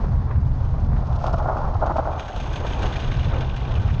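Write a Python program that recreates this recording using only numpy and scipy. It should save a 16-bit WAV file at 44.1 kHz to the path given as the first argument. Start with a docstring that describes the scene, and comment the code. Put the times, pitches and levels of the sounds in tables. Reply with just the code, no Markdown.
"""On a track of open paving blocks, a motorless cart rolls downhill, heard from a camera riding on it.
The blocks jolt the frame into a low rumble and dull knocks over the roar of the tyres. In a bend,
wind flutters on the microphone. Then the tyres take on a hollow growl and run onto loose gravel,
which crunches, spits and sets a thin metal part ringing."""
import sys
import numpy as np
from scipy.fft import rfft, irfft, next_fast_len
from scipy.io import wavfile
from scipy.ndimage import uniform_filter1d, minimum_filter1d, map_coordinates

SR = 44100
rng = np.random.default_rng(int(sys.argv[2]) if len(sys.argv) > 2 else 0)


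def put_to_file(sound):
    """Save the sound as 16-bit audio at rate SR, in the file named by the first command-line argument."""
    columns = np.atleast_2d(sound).T  # one column per channel
    safe = np.clip(columns, -1, 1)
    whole_steps = np.round(safe * 32767)
    wavfile.write(sys.argv[1], SR, whole_steps.astype(np.int16))


N = 176400
TIME = np.arange(N) / SR


def amp(db):
    """Decibels to gain."""
    return 10 ** (np.asarray(db) / 20)


def unit(x):
    """Scale to rms 1."""
    return x / np.sqrt(np.mean(x ** 2) + 1e-20)


def even(x, span_s=.12):
    """Ride the level to stay near rms 1, keeping the fine grain."""
    return x / np.sqrt(np.abs(uniform_filter1d(x ** 2, int(span_s * SR))) + 1e-9)


def curve(rows):
    """An automation line through (time, value) points."""
    return np.interp(TIME, *np.transpose(rows))


def wobble(knots_per_s):
    """A smooth random modulator."""
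    return map_coordinates(rng.standard_normal(4096), [TIME * knots_per_s], mode="mirror")


def strike(start, decay_s):
    """An envelope with a fast attack and an exponential tail."""
    age = np.maximum(TIME - start, 0)
    return (1 - np.exp(-age / .0007)) * np.exp(-age / decay_s)


def filtered(x, response):
    """Filter x by a complex function of frequency."""
    size = 2 * next_fast_len(N // 2 + 8192)
    return irfft(rfft(x, size) * response(np.fft.rfftfreq(size, 1 / SR)), size)[:N]


def coloured(x, eq):
    """Shape x with a minimum-phase EQ of (Hz, dB) points, at rms 1."""
    def response(f):
        hz, db = np.transpose(eq)
        cepstrum = irfft(np.log(amp(np.interp(np.log(f + 1), np.log(hz), db))))
        half = len(cepstrum) // 2
        cepstrum[1:half] *= 2
        cepstrum[half + 1:] = 0
        return np.exp(rfft(cepstrum))
    return unit(filtered(x, response))


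def resonance(f, hz, width):
    """Response of one damped mode."""
    return 1j * f * width / (hz * hz - f * f + 1j * f * width)


def impacts(per_s, spread_db):
    """Randomly timed contacts at rms 1; spread_db makes their sizes uneven."""
    sizes = amp(spread_db * np.minimum(rng.exponential(size=N), 4))
    return unit((rng.random(N) < per_s / SR) * sizes * rng.choice([-1, 1], N))


# the frame's deep shake (time [s], level [dB])
SHAKE_LEVEL = [(0.04, -21), (0.16, -17), (0.29, -25.5), (0.37, -16), (0.51, -17), (0.55, -22), (0.76, -21),
               (0.94, -14), (1.04, -25.5), (1.1, -18.5), (1.21, -26), (1.33, -19.5), (1.57, -28),
               (1.66, -21.5), (1.81, -23), (1.93, -25), (2.09, -27), (2.2, -30.5), (2.32, -36.5),
               (2.36, -26.5), (2.76, -26), (2.86, -21.5), (2.93, -29), (3.14, -20), (3.62, -26),
               (3.85, -19.5), (4, -22)]
# the boom above it (time [s], level against the shake [dB])
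BOOM_LEVEL = [(0, -4.5), (1.58, -5), (1.8, -7), (2.85, -6.5), (3.1, -3.5)]
# tone of the shake and of the boom (frequency [Hz], gain [dB])
SHAKE_EQ = [(8, -55.5), (20, 0.5), (36, 3), (60, 2.5), (85, 2), (120, -14.5), (170, -30.5), (400, -94)]
BOOM_EQ = [(40, -24), (75, -17), (100, -2.5), (128, 0), (165, -14), (220, -17), (300, -30.5), (600, -83)]
def rumble(jolts_per_s=500):
    """Block edges jolt the frame into a deep shake with a boom on top."""
    shake = even(coloured(impacts(jolts_per_s, spread_db=0), SHAKE_EQ))
    boom = even(coloured(impacts(jolts_per_s, spread_db=0), BOOM_EQ))
    return amp(curve(SHAKE_LEVEL)) * (shake + amp(curve(BOOM_LEVEL)) * boom)


# tyres on paving (time [s], level [dB])
TYRE_LEVEL = [(0, -33.5), (.25, -39), (.33, -34.5), (.45, -38.5), (.85, -39.5), (.95, -34.5), (1.06, -41),
              (1.9, -36.5), (2.3, -39), (2.68, -31.5), (2.78, -32), (2.85, -28), (2.93, -32.5), (3.23, -35),
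              (3.35, -31), (3.56, -38.5), (3.71, -33.5), (4, -39)]
# their dark tone (frequency [Hz], gain [dB])
TYRE_EQ = [(60, 5), (200, 1.5), (900, -1), (1100, -4), (2000, -18.5), (3000, -34), (6000, -44.5),
           (10000, -86.5)]
def tyres():
    """The tread patters on the paving and blurs into a rough roar."""
    contact = unit(impacts(per_s=1500, spread_db=3) + 1.1 * rng.standard_normal(N))
    return amp(curve(TYRE_LEVEL) + wobble(70)) * coloured(contact, TYRE_EQ)


# bed of passing air (time [s], level [dB])
AIR_LEVEL = [(0, -52), (.5, -60), (.9, -54.5)]
# its breathy tone (frequency [Hz], gain [dB])
AIR_EQ = [(500, 21.5), (2000, -3), (3000, -1.5), (4100, 7), (6400, -3.5), (7200, -21.5), (10500, -59.5)]
def air():
    """Air rushes faintly past the moving cart."""
    return amp(curve(AIR_LEVEL) + wobble(60)) * coloured(rng.standard_normal(N), AIR_EQ)


# hits on the frame (time [s], level [dB], pitch [Hz])
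FRAME_KNOCKS = [(0.309, -28, 955), (0.357, -37.5, 1200), (0.929, -32.5, 900), (0.963, -37.5, 1160),
                (2.361, -27.5, 645), (2.647, -22.5, 644), (3.333, -22.5, 714), (3.886, -32.5, 1460)]
def knocks():
    """Loose parts of the frame knock dully on the larger bumps."""
    out = np.zeros(N)
    for start, db, hz in FRAME_KNOCKS:
        noise = rng.standard_normal(N)
        body = filtered(noise, lambda f: resonance(f, hz, width=.8 * hz) / (1 + (f / (2 * hz)) ** 4))
        out += amp(db) * strike(start, decay_s=.009) * unit(body)
    return out


# wind swelling through the bend (time [s], level [dB])
WIND_LEVEL = [(0, -57), (1, -40.5), (1.2, -34.5), (1.28, -31.5), (1.42, -29), (1.5, -27), (1.63, -29),
              (1.78, -38), (1.84, -34.5), (2.0, -32.5), (2.1, -28), (2.22, -37), (2.5, -45)]
# sudden gusts (time [s], level [dB], length [s])
WIND_GUSTS = [(1.241, -26, 0.008), (1.254, -25, 0.036), (1.33, -22, 0.02), (1.457, -29, 0.0086),
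              (1.481, -21.5, 0.026), (1.566, -22, 0.0068), (1.751, -26, 0.0066), (1.813, -25.5, 0.013),
              (1.823, -19.5, 0.021), (1.851, -24, 0.036), (1.894, -23, 0.029), (1.958, -20.5, 0.012),
              (1.981, -18, 0.023), (2.073, -19.5, 0.0043)]
# midrange tone of the flutter (frequency [Hz], gain [dB])
WIND_EQ = [(150, -14), (320, -10.5), (460, -11.5), (580, -2), (760, 1), (950, -4.5), (1420, -10.5),
           (1620, -24.5), (3000, -55), (8000, -75)]
def wind(eddy_db=1.4, flutter_db=2.17):
    """Eddies flutter on the microphone and flare in short, flat-topped gusts."""
    gusts = sum(amp(db) * np.exp(-(2 * (TIME - start) / length - 1) ** 4)
                for start, db, length in WIND_GUSTS)
    swell = amp(curve(WIND_LEVEL) + eddy_db * wobble(80))
    turbulence = amp(flutter_db * wobble(350)) * rng.standard_normal(N)
    return np.hypot(swell, gusts) * even(coloured(turbulence, WIND_EQ))


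STONE_HZ = 2900  # middle pitch of a stone's click
def pebbles(per_s=360, count=1500, spread_db=4.5, decay_cycles=5):
    """Single stones click, each ringing briefly at its own pitch."""
    gap, heft = rng.exponential(size=(2, count))
    hz = np.clip(STONE_HZ * np.exp(.4 * rng.standard_normal((count, 1))), 900, 7000)
    samples = np.arange(900)
    cycles = hz * samples / SR
    sizes = amp(spread_db * np.minimum(heft, 3))[:, None]
    clicks = sizes * np.sin(2 * np.pi * cycles) * np.exp(-cycles / decay_cycles)
    starts = (np.cumsum(gap) / per_s * SR).astype(int)[:, None]
    return np.bincount((starts + samples).ravel(), clicks.ravel(), N)[:N]


# loose gravel under the tyres (time [s], level [dB])
GRAVEL_LEVEL = [(0, -58.5), (.32, -64.5), (.5, -60), (1.1, -58.5), (1.28, -53), (1.42, -59), (1.78, -58.5),
                (2.12, -54), (2.22, -47), (2.5, -46.5), (2.85, -40), (3.1, -41), (3.4, -44), (3.78, -45.5),
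                (4, -48)]
# sprays of stones (time [s], level before the spray and tick trims [dB])
STONE_SPRAYS = [(1.2377, -37), (1.2647, -34), (1.327, -34), (1.3805, -38), (1.572, -41.5), (1.8604, -35.5),
                (1.9652, -34), (2.1244, -41), (2.195, -27.5), (2.28, -31.5), (2.3598, -28), (2.4003, -29.5),
                (2.4573, -34), (2.5302, -27), (2.5572, -25.5), (2.6648, -27.5), (2.733, -30), (2.828, -26),
                (2.9564, -26), (3.1165, -28), (3.1931, -29), (3.244, -29), (3.4063, -28), (3.5613, -28),
                (3.7525, -33)]
# tone of the crunch and of the brighter grit (frequency [Hz], gain [dB])
STONE_EQ = [(300, 3.5), (900, -3), (1600, 5.5), (2150, 0.5), (3550, 5), (4400, -10), (5500, -13.5),
            (6500, -19), (7100, -35), (10500, -68)]
GRIT_EQ = [(800, -11.5), (2500, 3), (4800, 1.5), (6500, -3), (7100, -12), (8300, -20), (10500, -46.5)]
# resonances of the camera case (pitch [Hz], width [Hz], gain [dB])
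CASE_MODES = [(1530, 40, 5), (2410, 120, -1), (2830, 120, -5), (4020, 90, -2)]
# flying grit and the thin metal part's ring (time [s], level against the crunch [dB])
GRIT_LEVEL = [(1.9, 2), (2.2, -10), (2.85, -11), (3.4, -14.5), (4, -10)]
METAL_LEVEL = [(1.9, -24), (2.25, -16), (2.85, -19.5), (3.3, -28.5)]
def gravel(grains_per_s=2400, clump_db=2.2, spray_trim_db=-7.5, pebble_db=-3.5):
    """Stones crunch in clumps and spit in sprays, throwing grit and ringing the case and a metal part."""
    clumps = amp(curve(GRAVEL_LEVEL) + clump_db * wobble(110))
    sprays = sum(amp(db + spray_trim_db) * strike(start, decay_s=.015) for start, db in STONE_SPRAYS)
    grains = impacts(grains_per_s, spread_db=2)
    stones = coloured(grains, STONE_EQ) + amp(pebble_db) * coloured(pebbles(), STONE_EQ)
    case = lambda f: 1 + sum(amp(db) * resonance(f, hz, width) for hz, width, db in CASE_MODES)
    crunch = even(filtered(stones, case))
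    grit = coloured(impacts(grains_per_s, spread_db=2.5), GRIT_EQ)
    grit_gain = amp(curve(GRIT_LEVEL))
    blend = (crunch + grit_gain * grit) / np.hypot(1, grit_gain)  # equal-power mix
    metal = unit(filtered(grains, lambda f: resonance(f, hz=6420, width=100)))
    return np.hypot(clumps, sprays) * (blend + amp(curve(METAL_LEVEL)) * metal)


def ticks(trim_db=-2, modes=8):
    """Each spray opens with one stone that hits the frame and rings at a few pitches of its own."""
    out = np.zeros(N)
    for start, db in STONE_SPRAYS:
        hz = STONE_HZ * rng.lognormal(sigma=.35, size=(modes, 1))
        ring = np.sin(2 * np.pi * hz * TIME).mean(axis=0)
        out += amp(db + trim_db) * strike(start, decay_s=.0013) * ring
    return out


# hollow note of the tyres (time [s], pitch [Hz], level [dB])
GROWL_NOTE = [(1.999, 700, -58.5), (2.1, 720, -44), (2.239, 620, -41), (2.36, 830, -41),
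              (3.6, 724.5, -48.5)]
def growl(width_hz=70):
    """Out of the bend the tyres sing a rough, hollow note that wanders in pitch."""
    pitch = curve([(time, hz) for time, hz, _ in GROWL_NOTE])
    level = amp(curve([(time, db) for time, _, db in GROWL_NOTE]))
    roughness = even(filtered(rng.standard_normal(N), lambda f: 1 / (1 + (f / width_hz) ** 2)))
    phase = 2 * np.pi * np.cumsum(pitch + width_hz * wobble(60)) / SR
    return level * roughness * np.sin(phase)


def scene():
    """Cart, gravel and wind, mixed in mono at the riding microphone."""
    return (rumble() + tyres() + growl() + gravel() + ticks() + wind() + air() + knocks())[None]


def record(dry, limit_db=-10, hold_s=.042, top_hz=10500):
    """The camera's limiter eases down the peaks, and its band limit cuts the top end."""
    hold = int(hold_s * SR)
    needed_gain = np.minimum(1, amp(limit_db) / (np.abs(dry[0]) + 1e-9))
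    held_gain = minimum_filter1d(needed_gain, hold)
    smooth_gain = uniform_filter1d(uniform_filter1d(held_gain, hold), hold)
    return filtered(dry[0] * smooth_gain, lambda f: f < top_hz)[None]


dry = scene()
out = record(dry)
put_to_file(out)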